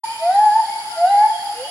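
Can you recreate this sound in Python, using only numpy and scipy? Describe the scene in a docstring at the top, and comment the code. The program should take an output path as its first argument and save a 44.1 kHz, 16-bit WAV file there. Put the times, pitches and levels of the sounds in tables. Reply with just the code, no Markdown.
"""A gibbon whoops twice from the canopy; an earlier whoop is still dying away, a soft low hoot follows.
The calls are nearly pure rising tones that trunks and crowns scatter into a long echo.
Far birds whistle short glides over buzzing, chirping insects and the hiss of the forest.
Two small dry ticks sound close by."""
import sys
import numpy as np
from scipy import signal
from scipy.fft import rfft, irfft, next_fast_len
from scipy.io import wavfile
from scipy.ndimage import uniform_filter1d, map_coordinates

SR = 44100
rng = np.random.default_rng(int(sys.argv[2]) if len(sys.argv) > 2 else 0)


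def persist_wave(psi):
    """Save psi, clipped to +-1, as 16-bit WAV."""
    counts = np.round(np.clip(psi, -1, 1) * 32767).astype(np.int16)
    wavfile.write(sys.argv[1], SR, np.atleast_2d(counts).T)


N = 74970
LEAD = round(.25 * SR)  # samples before t = 0, for the earlier whoop
T = np.arange(-LEAD, N) / SR


def amp(db):
    """dB to gain."""
    return 10 ** (np.asarray(db) / 20)


def unit(x):
    """Scale to rms 1."""
    return x / np.sqrt(np.mean(x ** 2) + 1e-20)


def along(points, hz):
    """Interpolate (f/Hz, value) points on a log axis."""
    f, v = np.transpose(points)
    return np.interp(np.log(hz + 1), np.log(f + 1), v)


def wobble(rate_hz):
    """Smooth random curve, rate_hz knots a second."""
    return map_coordinates(rng.standard_normal(1024), [(T - T[0]) * rate_hz], mode="wrap")


def filtered(x, response):
    """Apply the gain response(f/Hz)."""
    n = x.shape[-1]
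    m = next_fast_len(n + SR // 2)
    return irfft(rfft(x, m) * response(np.fft.rfftfreq(m, 1 / SR)), m)[..., :n]


def band(hz, half_width_hz):
    """Uncorrelated stereo noise through a resonance applied twice."""
    noise = rng.standard_normal((2, len(T)))
    return unit(filtered(noise, lambda f: 1 / (1 + ((f - hz) / half_width_hz) ** 2) ** 2))


def gate(start_s, end_s, fade_s):
    """Window with sine-squared edges."""
    return np.sin(np.pi / 2 * np.clip(np.minimum(T - start_s, end_s - T) / fade_s, 0, 1)) ** 2


def forest_echo(x, near_db, far_db, side_db):
    """Quick scatter from near crowns, blurred returns from stands of trees, then the long far tail."""
    # far tail decay: f/Hz, T60/s
    decay = [(400, 3.4), (850, 4.05), (2000, 3.9), (5000, 0.36)]
    # returns from stands of trees: delay/s, level/dB
    stands = [(0.179, -18), (0.319, -20.5)]
    # echo colour: f/Hz, gain/dB
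    colour = [(500, -12.5), (700, -2), (880, 0.5), (1700, 2.5), (3000, -1.5)]
    onset_s, near_t60_s, blur_s = 0.032, 0.42, 0.023
    hz, frame_s, spectra = signal.stft(rng.standard_normal((2, 2 * SR)), SR, nperseg=256)
    spectra *= amp(-60 * frame_s / along(decay, hz)[:, None])
    far = signal.istft(spectra, SR, nperseg=256)[1][:, :2 * SR]
    t = np.arange(2 * SR) / SR
    rise = 1 - np.exp(-t / onset_s)
    scatter = lambda shape: rng.standard_normal(far.shape) * shape / np.linalg.norm(shape)
    tail = amp(far_db) * far * rise / np.linalg.norm(rise * amp(-60 * t / decay[1][1]))
    tail += amp(near_db) * scatter(rise * amp(-60 * t / near_t60_s))
    tail += sum(amp(db) * scatter(np.exp(-((t - delay_s) / blur_s) ** 2)) for delay_s, db in stands)
    wet = signal.fftconvolve(x[None], tail, axes=1)[:, :len(T)]
    mid, side = filtered(wet, lambda f: amp(along(colour, f)))
    return np.array([mid + amp(side_db) * side, mid - amp(side_db) * side])


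def forest_hiss():
    """Even rush, with slight patches of random gain in time and frequency."""
    # hiss spectrum: f/Hz, relative density/dB
    spectrum = [(25, -6.5), (70, -4), (160, -3.5), (400, -2), (1100, 2.5), (1600, 4.5), (2200, 3),
                (2700, 2), (3200, 9), (3800, 1.5), (6000, -4.5), (8300, -6.5), (11000, -7), (12200, -19.5),
                (15500, -11.5)]
    # stereo likeness: f/Hz, left-right correlation
    correlation = [(60, 0.23), (270, 0.56), (600, 0.92), (1200, 0.51), (2000, -0.034), (3300, -0.6),
                   (5500, -0.023), (9000, -0.19)]
    level_db, patch_db = -39, 1.5
    spectra = signal.stft(rng.standard_normal((2, len(T))), nperseg=1024)[2]
    patches = uniform_filter1d(rng.standard_normal(spectra.shape[1:]), 4, axis=0)
    patches = unit(uniform_filter1d(patches, 10, axis=1))
    noise = signal.istft(spectra * amp(patch_db * patches), nperseg=1024)[1][:, :len(T)]
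    angle = lambda f: np.arccos(np.clip(along(correlation, f), -1, 1)) / 2
    mid, side = filtered(noise, lambda f: amp(along(spectrum, f)) * [np.cos(angle(f)), np.sin(angle(f))])
    return amp(level_db) * unit(np.array([mid + side, mid - side]))


def chirps(hz, rate_hz):
    """Loose train of tiny falling chirps, each with its own pitch and level."""
    duty, fall_hz, scatter_hz, scatter_db = 0.2084, 178.5, 150.3, 6
    count = np.cumsum(rate_hz * (1 + 0.13 * wobble(25))) / SR
    pitch_draw, level_draw = rng.standard_normal((1024, 2))[count.astype(int) % 1024].T
    offset = (count % 1 - .5) / duty  # from the chirp's centre, in half-widths
    pitch_hz = hz + scatter_hz * pitch_draw - fall_hz * offset
    envelope = np.exp(-offset ** 2) * amp(scatter_db * level_draw)
    return unit(envelope * np.sin(2 * np.pi * np.cumsum(pitch_hz) / SR))


def insects():
    """Near insects chirp on either side over thin steady trills and the blurred buzz of far ones."""
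    # steady trills: f/Hz, half-width/Hz, level/dB
    trills = [(8930, 120, -56), (12720, 58, -64)]
    # choruses: f/Hz, half-width/Hz, left/dB, right/dB, chirp rate/Hz, chirps re buzz/dB
    choruses = [(4790, 706, -40, -38, 56, -4), (7090, 770, -49, -48, 51, -13),
                (10190, 960, -43, -39, 170, -7)]
    flutter_db = 0.98
    out = sum(amp(db) * band(hz, half_width_hz) for hz, half_width_hz, db in trills)
    for hz, half_width_hz, left_db, right_db, rate_hz, near_db in choruses:
        near = np.array([chirps(hz, rate_hz), chirps(hz, rate_hz)])
        buzz = band(hz, half_width_hz) * amp(flutter_db * wobble(55.38))
        out += amp([[left_db], [right_db]]) * unit(buzz + amp(near_db) * near)
    return out


def ticks():
    """Tiny dry cracks: bright noise with a fast decay."""
    # close ticks: t/s, onset level/dB
    cracks = [(1.4348, -36), (1.4445, -38)]
    t60_s = .005
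    envelope = sum(amp(db - 60 * np.abs(T - at_s) / t60_s) * (T >= at_s) for at_s, db in cracks)
    return envelope * band(13500, 7000)


def birds():
    """Far whistles: short wavering glides that level off, more echo than direct sound."""
    # whistles: t/s, length/s, start f/Hz, end f/Hz, level/dB, left re right/dB
    whistles = [ (0.025, 0.11, 2250, 2483, -42.5, 6), (0.112, 0.12, 2418, 2470, -48.5, -3),
                (0.064, 0.082, 2790, 3180, -45, -4), (0.266, .11, 2118, 1780, -44, 4),
                (0.314, 0.072, 2900, 3330, -51, -8), (0.535, 0.17, 2950, 3380, -55, -8),
                (0.655, 0.1, 2142, 2215, -44, 7.5), (0.885, 0.11, 1379, 1399, -42, 3.5),
                (1.002, 0.113, 2923, 2822, -47, 0), (1.054, 0.17, 1883, 2227, -43.5, 4.5),
                (1.254, 0.183, 3304, 3261, -47.5, -13.5), (1.533, 0.098, 2787, 2913, -46.5, -7),
                (1.618, 0.145, 2893, 2978, -34.5, -2), (1.602, 0.28, 3170, 3520, -44.5, -5), ]
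    waver, direct_db = 0.00491, -7
    out = np.zeros((2, len(T)))
    for start_s, length_s, start_hz, end_hz, db, pan_db in whistles:
        glide = np.sin(np.pi / 2 * np.clip((T - start_s) / length_s, 0, 1))
        pitch_hz = (start_hz + (end_hz - start_hz) * glide) * (1 + waver * wobble(60))
        envelope = amp(db) * gate(start_s, start_s + length_s, fade_s=0.029)
        note = np.sqrt(2) * envelope * np.sin(2 * np.pi * np.cumsum(pitch_hz) / SR)
        heard = amp(direct_db) * note + forest_echo(note, near_db=-2.5, far_db=-8.5, side_db=5)
        out += heard * amp([[pan_db / 2], [-pan_db / 2]])
    return out


def gibbon():
    """Clean gliding tones whose faint harmonics glint as they cross the throat's resonances."""
    # one curve per call: t/s, f/Hz, level/dB, 2nd harmonic re fundamental/dB
    calls = [
        [(-.24, 807, -27, -44), (-.15, 876.4, -14.5, -32), (-.06, 926.7, -17, -17), (.05, 908, -26, -34),
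         (.085, 880, -32, -30)],
        [(.185, 636.8, -44, -17), (.225, 658, -24.5, -25), (.26, 687, -13.5, -29.5), (.3, 725, -12, -27.5),
         (.33, 776, -22.5, -14.5), (.375, 813, -9, -38), (.41, 845.5, -13, -23), (.465, 852, -8.5, -28),
         (.515, 832.2, -14.5, -23), (.56, 876.3, -13, -26.5), (.61, 903.7, -17.5, -33), (.655, 920, -31, -9)],
        [(.95, 658, -40, -23), (.985, 669, -19.5, -24), (1.05, 714, -10, -28.5), (1.085, 770, -22, -16),
         (1.115, 806, -11, -35), (1.17, 813.9, -13, -35.5), (1.215, 836.2, -12.5, -22.5),
         (1.255, 867.6, -12, -29), (1.285, 885.5, -22.5, -36), (1.315, 876, -26, 8)],
        [(1.52, 459.6, -59.5, -46), (1.585, 485, -36, -26), (1.632, 525.6, -28, -29), (1.66, 577, -43.5, -51),
         (1.7, 610.7, -43, -35)],
    ]
    # throat resonances: f/Hz, half-width/Hz, peak re fundamental/dB
    throat = [(1983, 60, -24.5), (2930, 200, -45), (3902, 73, -24.5)]
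    jitter, shimmer_db = 0.0023, 1.53
    voice = np.zeros(len(T))
    for call in calls:
        t, hz, db, second_db = np.transpose(call)
        pitch_hz = uniform_filter1d(np.interp(T, t, hz), size=700) * (1 + jitter * wobble(67.78))
        phase = 2 * np.pi * np.cumsum(pitch_hz) / SR
        tone = np.sin(phase) + amp(np.interp(T, t, second_db)) * np.sin(2 * phase)
        for k in range(3, 7):
            gain = sum(amp(peak_db) / (1 + ((k * pitch_hz - centre_hz) / half_width_hz) ** 2)
                       for centre_hz, half_width_hz, peak_db in throat)
            tone += gain * np.sin(k * phase)
        envelope = amp(np.interp(T, t, db) + shimmer_db * wobble(48.03)) * gate(t[0], t[-1], fade_s=.025)
        voice += np.sqrt(2) * envelope * tone
    return voice + forest_echo(voice, near_db=-8, far_db=-14, side_db=-8.5)


def scene():
    """Gibbon in front, forest all around."""
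    return (gibbon() + birds() + insects() + ticks() + forest_hiss())[:, LEAD:]


def record(dry):
    """Brief silence, quick fade-in, brick-wall low-pass."""
    top_hz = 15850
    opening = gate(start_s=.033, end_s=np.inf, fade_s=.012)[LEAD:]
    return filtered(dry * opening, lambda hz: hz < top_hz)


dry = scene()
out = record(dry)
persist_wave(out)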